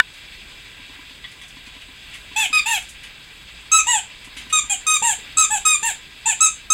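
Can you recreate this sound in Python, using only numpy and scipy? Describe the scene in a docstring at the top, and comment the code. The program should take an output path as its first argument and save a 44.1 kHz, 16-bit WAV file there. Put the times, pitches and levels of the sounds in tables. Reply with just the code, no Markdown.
"""Tiled living room: a rubber toy is squeezed two metres from a small camera with one microphone.
Its reed squeaks high as air is pushed out, lower as air is sucked back; fingers thump the rubber.
A puppy shuffles in its pen and knocks the plastic fence. The room rings briefly after each sound.
The camera's button clicks at the start; a steady hiss lies underneath."""
import sys
import numpy as np
from scipy import signal
from scipy.fft import rfft, irfft, next_fast_len
from scipy.io import wavfile

SR = 44100
rng = np.random.default_rng(int(sys.argv[2]) if len(sys.argv) > 2 else 0)


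def put_to_file(sound):
    """Save the sound as 16-bit audio at rate SR, in the file named by the first command-line argument."""
    columns = np.atleast_2d(sound).T  # one column per channel
    safe = np.clip(columns, -1, 1)
    whole_steps = np.round(safe * 32767)
    wavfile.write(sys.argv[1], SR, whole_steps.astype(np.int16))


N = 297057
T = np.arange(N) / SR


def amp(db):
    return 10 ** (np.asarray(db) / 20)


def at_hz(table, hz):
    """Table lookup on a log frequency axis."""
    knots_hz, values = np.transpose(table)
    return np.interp(np.log(np.maximum(hz, 1)), np.log(knots_hz), values)


def unit_rms(x):
    return x / np.sqrt(np.mean(x ** 2))


def band(x, lo_hz, hi_hz):
    return signal.sosfilt(signal.butter(2, [lo_hz, hi_hz], "bandpass", fs=SR, output="sos"), x)


def band_noise(size, lo_hz, hi_hz):
    return unit_rms(band(rng.standard_normal(size), lo_hz, hi_hz))


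def drift(rate_hz, size):
    """Random values joined by straight lines."""
    knots = rng.standard_normal(int(size * rate_hz / SR) + 2)
    return np.interp(np.arange(size) * rate_hz / SR, np.arange(len(knots)), knots)


def add(out, start_s, x):
    i = int(start_s * SR)
    out[i:i + len(x)] += x[:len(out) - i]


def strike(out, modes, blows, contact_s=1 / SR):
    """Add the ring of damped modes for each blow."""
    t = T[:SR // 8]
    ring = sum(amp(db) * np.sin(2 * np.pi * hz * t) * amp(-60 * t / t60_s) for hz, db, t60_s in modes)
    for start_s, level_db in blows:
        add(out, start_s, amp(level_db) * np.minimum(t / contact_s, 1) * ring)


def reed(stroke, colour, attack_s, rise_power, drop_power, fade_power,
         swell_db, fade_db, flutter, waver_db, air_db, spit_db):
    """The reed chops the air stream into a stack of harmonics, with rushing air between them."""
    _, length_s, peak_hz, crest, rise_hz, sag_hz, drop_hz, *levels_db, grip_db = stroke
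    t = np.arange(0, length_s, 1 / SR)
    size = len(t)
    # Pressure builds to the crest, then drains.
    before = np.clip(1 - t / (crest * length_s), 0, 1)
    after = np.clip((t / length_s - crest) / (1 - crest), 0, 1)
    fundamental, mid, treble, top = (amp(db + swell * before + fade * after ** fade_power)
                                     for db, swell, fade in zip(levels_db, swell_db, fade_db))
    fundamental *= amp(0.77 * waver_db * drift(51.8, size))
    pitch_hz = peak_hz - rise_hz * before ** rise_power - sag_hz * after - drop_hz * after ** drop_power
    slack = 1 - pitch_hz / peak_hz  # less steady as pressure and pitch fall
    pitch_hz *= 1 + flutter * (1 + 14 * slack) * drift(401, size)
    phase = 2 * np.pi * np.cumsum(pitch_hz) / SR

    harmonics = np.arange(2, 22)[:, None]
    overtone_hz = harmonics * pitch_hz
    shade_db = np.pad(grip_db, (0, len(harmonics) - len(grip_db)))[:, None]
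    shade_db = shade_db + waver_db * np.array([drift(70, size) for _ in harmonics])
    gain = amp(at_hz(colour, overtone_hz) + shade_db) * (overtone_hz < 17000)
    above_mid, above_treble = (1 / (1 + np.exp((edge_hz - overtone_hz) / 100))
                               for edge_hz in (5500, 9550))
    shares = (1 - above_mid, above_mid - above_treble, above_treble)
    gain *= sum(share * level / np.sqrt(np.sum((gain * share) ** 2, axis=0))
                for share, level in zip(shares, (mid, treble, top)))
    scatter_rad = 0.77 * rng.standard_normal(harmonics.shape)  # nearly in step: one pulse a cycle
    overtones = np.sqrt(2) * np.sum(gain * np.cos(harmonics * phase + scatter_rad), axis=0)

    air = treble * amp(-12) * band_noise(size, 6900, 9300)
    air += mid * band_noise(size, 1630, 4300)
    air += top * band_noise(size, 8100, 15000)
    spit_decay = np.exp(-np.maximum(t - attack_s, 0) / 0.0014)
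    spit = treble * amp(spit_db) * spit_decay * band_noise(size, 5800, 9700)
    onset = np.minimum(t / attack_s, 1)
    catch = onset ** 4.5  # overtones and air set in late and sharply
    close = np.clip((length_s - t) / 0.0033, 0, 1)
    tone = np.sqrt(2) * fundamental * np.sin(phase)
    return close * (onset * tone + catch * (overtones + amp(air_db) * air + spit))


def toy():
    """Squeezes are steady; the reed wobbles more on air drawn back. Fingers thump the hollow rubber."""
    # start_s, length_s, peak_hz, crest_fraction, rise_hz, sag_hz, drop_hz,
    # fundamental_db, mid_db, treble_db, top_db, grip_db (harmonics 2-7)
    squeezes = [ (2.526, .074, 1260, 0.33, 21, 30, 115, -25.5, -16, -28.5, -35, (6, -6, 17, -5, 9, 8)),
                (3.714, 0.095, 1302, 0.41, 42, 21.6, 132, -20, -20, -15.5, -34.5, (6, 1.5, 5, -2, 5.5, -4)),
                (4.524, 0.077, 1257, 0.14, 24, 37.4, 101, -22.5, -21.5, -17, -38.5, (0.5, 2.5, 1.5, -10.5, 4, -1)),
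                (4.864, 0.11, 1258, 0.42, 22.6, 17, 128, -22.5, -22.5, -18, -32, (-1.5, -1, 5, -3.5, 8, 5)),
                (5.368, 0.087, 1297, 0.34, 38, 80, 83, -23, -24, -15.5, -36, (1.5, -1.5, 6.5, -6.5, 7, 2.5)),
                (5.65, .112, 1268, 0.13, 19, 51, 59.6, -22.5, -20.5, -17, -32.5, (5, 0, 10.5, -7.5, 3.5, 4)),
                (6.403, 0.073, 1305, 0.4, 51, 38, 126, -22, -23, -14, -35.5, (3, 0.5, 9.5, -7, 4.5, -1)),
                (6.7, 0.08, 1276, 0.28, 13, 37, 120, -21.5, -22, -14.5, -34, (0, 6, 10, -4, 6, 0)), ]
    releases = [ (2.358, 0.11, 890.7, .33, 71, 41, 176, -29.5, -19.5, -26, -36.5, (2.5, 1.5, 3, 7, -3, 9)),
                (2.655, .13, 933.5, 0.36, 108.7, 135, 99.2, -28, -20.5, -26.5, -34, (6.5, 0, 4.5, 4, 5, 8)),
                (3.865, .13, 978, 0.27, 115, 159, 99.7, -23.5, -23.5, -19, -38.5, (9.5, 0, 6.5, -1, -6, 1.5)),
                (4.693, .057, 821.4, 0.26, 35.3, 20, 110, -31, -27, -19.5, -39.5, (5, -2, 6.5, -2, -12, -13)),
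                (5.02, .12, 941, .3, 95, 114, 111, -23.5, -25, -18.5, -36.5, (7.5, -3, -1, 1.5, -17, -3)),
                (5.501, .085, 876, 0.29, 70, 38.4, 162.5, -26, -28.5, -21.5, -38, (11, -4.5, 0, 6, -8, -9)),
                (5.825, 0.092, 923, .36, 76, 48, 190, -24, -25, -22, -35, (9, -2.5, -1.5, 7, -10, 2)),
                (6.254, .08, 903, 0.31, 55.7, 39, 178.5, -25, -23.5, -18, -38.5, (7, 0, 3, 3, -12, -8)), ]
    # overtone spectra: freq_hz, gain_db
    squeeze_colour = [(2400, 0), (3800, 0), (5000, -19.5), (6300, 12.5), (7600, 5.5), (8900, 1), (10000, 2),
                      (11500, -10.5), (13000, -14), (15500, -10)]
    release_colour = [(1400, -8), (1900, -1), (2700, 13), (3500, 4.5), (4500, -23), (6000, -2), (7400, 21),
                      (8500, 7.5), (10000, -12.5), (12500, -23.5), (15500, -31)]
    # finger blows: start_s, level_db
    thumps = [(5.018, -33.5), (5.184, -40), (5.825, -39.5), (6.413, -45.5)]
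    # rubber body: freq_hz, gain_db, t60_s
    rubber_modes = [(209, -5.5, 0.11), (459, -3, 0.092)]
    out = np.zeros(N)
    for stroke in squeezes:
        squeak = reed(stroke, squeeze_colour, attack_s=0.0041,
                      rise_power=1.85, drop_power=4.43, fade_power=1.7,
                      swell_db=(-1, -3, 0.5, -5), fade_db=(-11, -6, -3.5, -12.5),
                      flutter=0.0012, waver_db=3, air_db=-18, spit_db=-11)
        add(out, stroke[0], squeak)
    for stroke in releases:
        squeak = reed(stroke, release_colour, attack_s=0.005,
                      rise_power=2.12, drop_power=2.4, fade_power=2.45,
                      swell_db=(-4, -2.5, -3, -7), fade_db=(-14.5, -11, -10.5, -8),
                      flutter=0.003, waver_db=4.5, air_db=-13, spit_db=-17)
        add(out, stroke[0], squeak)
    strike(out, rubber_modes, thumps)
    rasp_size = int(0.012 * SR)  # the reed rasps once
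    add(out, 5.378, amp(-27) * np.hanning(rasp_size) * band_noise(rasp_size, 3600, 5000))
    return out


def puppy(rise_s=0.009, t60_s=0.11):
    """Paws and fur scrape the pen floor; hollow taps and fence knocks ring briefly."""
    # gritty scrapes: start_s, mid_db, treble_db
    shuffles = [(0.1331, -49, -47.5), (0.7404, -54, -61), (0.9337, -51, -52), (1.0898, -39, -53),
                (1.3094, -49, -46), (1.412, -48, -42), (1.477, -63, -44.5), (1.568, -44, -62),
                (1.6594, -35, -49), (1.732, -42, -63), (1.81, -37.5, -51), (2.1358, -33.5, -39.5),
                (2.818, -55, -38), (2.8854, -47.5, -36), (3.03, -34, -40), (4.241, -57, -42),
                (4.365, -27.5, -36.5), (4.3785, -39, -41), (4.495, -30.5, -37.5)]
    # runs of soft taps, knocks on the fence: start_s, level_db
    taps = [(0.797, -43.5), (0.897, -44), (0.992, -42), (1.109, -47), (1.569, -41), (1.673, -44.5),
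            (1.765, -43), (1.888, -45), (2.315, -43), (2.503, -40), (4.274, -42.5), (4.368, -44),
            (4.468, -42.5), (4.642, -45), (5.366, -47)]
    knocks = [(0.934, -42), (1.242, -29.5), (1.2497, -33), (1.262, -51), (1.4144, -35), (2.1534, -35),
              (3.042, -38)]
    # hollow tap, plastic fence: freq_hz, gain_db, t60_s
    tap_modes = [(280, 4, .055), (1010, 1, .045), (1800, -8, .015)]
    fence_modes = [(1100, -9, .03), (1960, -3, .045), (2120, -3, .035), (3150, -3, .04), (3380, 0, .045),
                   (3550, -4, .035)]
    out, t = np.zeros(N), T[:SR // 5]
    envelope = np.minimum(t / rise_s, 1) * amp(-60 * t / t60_s)
    for start_s, mid_db, treble_db in shuffles:
        grit = rng.standard_normal((2, len(t))) * amp(1.6 * rng.exponential(1, len(t)))
        mid = amp(mid_db) * unit_rms(band(grit[0], 1950, 3600))
        treble = amp(treble_db) * unit_rms(band(grit[1], 5400, 9900))
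        add(out, start_s, (mid + treble) * envelope)
    strike(out, tap_modes, taps)
    strike(out, fence_modes, knocks, contact_s=0.0008)
    return out


def button():
    """The camera's button clicks on press and rebound."""
    # clicks: start_s, level_db
    clicks = [(0.0005, 4.5), (0.0048, -17)]
    # button resonances: freq_hz, gain_db, t60_s
    modes = [(1003, -34, 0.086), (1506, -5.5, 0.035), (1758, 0, 0.023), (2250, -4, 0.011),
             (2900, -13, 0.027), (3555, -6, 0.012), (7560, -21, 0.0086)]
    out = np.zeros(N)
    strike(out, modes, clicks)
    return out


def hiss():
    """Air hiss and distant rustle ring in the camera housing; half-octave bands flicker."""
    # noise spectrum: freq_hz, relative_db
    colour = [(20, -3), (55, 4), (81, -7.5), (119, -5.5), (197, -10.5), (419, -15), (600, -17.5),
              (1210, -16), (2720, -8.5), (4200, -17.5), (5400, -25), (7000, -23), (10000, -30.5),
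              (15800, -33)]
    # housing resonances: freq_hz, width_hz, gain_db
    housing = [(1010, 16, 8.5), (1610, 110, 7.5), (1977, 77, 6.5), (2346, 190, 7), (2670, 117, 6),
               (3436, 500, 9), (3830, 100, 9), (4450, 290, 6.5), (5015, 410, 10.5), (8000, 730, 9.5),
               (8100, 30, 4)]
    # 1.5-5.4 kHz level before flicker: time_s, level_db
    levels = [(0, -44), (0.3, -41.5), (1.9, -43.5), (2.2, -41), (3.3, -43), (4.15, -42.5), (4.45, -41),
              (4.8, -42), (5.28, -40), (6.1, -43), (6.74, -43)]
    size = next_fast_len(N)
    hz = np.fft.rfftfreq(size, 1 / SR)
    housing_db = sum(db / (1 + (2 * (hz - mode_hz) / width_hz) ** 2) for mode_hz, width_hz, db in housing)
    spectrum = rfft(rng.standard_normal(size)) * amp(at_hz(colour, hz) + housing_db)
    mid_rms = np.std(irfft(spectrum * (hz > 1500) * (hz < 5400), size))
    rustle_db = 1.32 * drift(45, N)
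    half_octaves = 2 * np.log2(hz + 1)
    out = np.zeros(N)
    for centre in range(8, 29):
        share = np.clip(1 - np.abs(half_octaves - centre), 0, 1)
        flicker_db = 1.6 * drift(28, N)
        if 18 < centre < 26:  # middle bands also move together
            flicker_db += rustle_db
        out += irfft(spectrum * share, size)[:N] * amp(flicker_db)
    return out / mid_rms * amp(np.interp(T, *np.transpose(levels)))


def room(x, echo_db=-3.5, gap_s=0.00127):
    """Dense short echoes, strongest in the middle; the top dies first."""
    # echo spectrum: freq_hz, gain_db
    colour = [(500, -4.5), (1300, -1.5), (2800, 2), (7500, -1.5), (14000, -2.5)]
    # echo decay: freq_hz, t60_s
    decay = [(500, 0.2), (2500, 0.22), (8000, 0.22), (15000, 0.15)]
    t, tail = T[:SR // 2], 0
    noise = rng.standard_normal(len(t))
    for lo_hz in 250 * 2 ** np.arange(0, 6, 0.25):
        envelope = amp(at_hz(colour, lo_hz) - 60 * t / at_hz(decay, lo_hz))
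        tail += band(noise, lo_hz, lo_hz * 2 ** 0.25) * envelope
    tail *= t > gap_s
    tail /= np.sqrt(np.sum(tail ** 2))
    return x + amp(echo_db) * signal.fftconvolve(x, tail)[:N]


def scene():
    """One microphone feeds both channels; the button is on the camera, so it has no echo."""
    mono = room(toy() + puppy()) + hiss() + button()
    return np.array([mono, mono])


def record(dry, dip_hz=5480, cutoff_hz=15800):
    """Microphone port dip, clipping at full scale, steep low-pass."""
    b, a = signal.iirnotch(dip_hz, Q=14, fs=SR)
    port = 0.8 * signal.lfilter(b, a, dry) + 0.2 * dry
    lowpass = signal.ellip(10, 0.2, 70, cutoff_hz, fs=SR, output="sos")
    return signal.sosfilt(lowpass, np.clip(port, -1, 1))


dry = scene()
out = record(dry)
put_to_file(out)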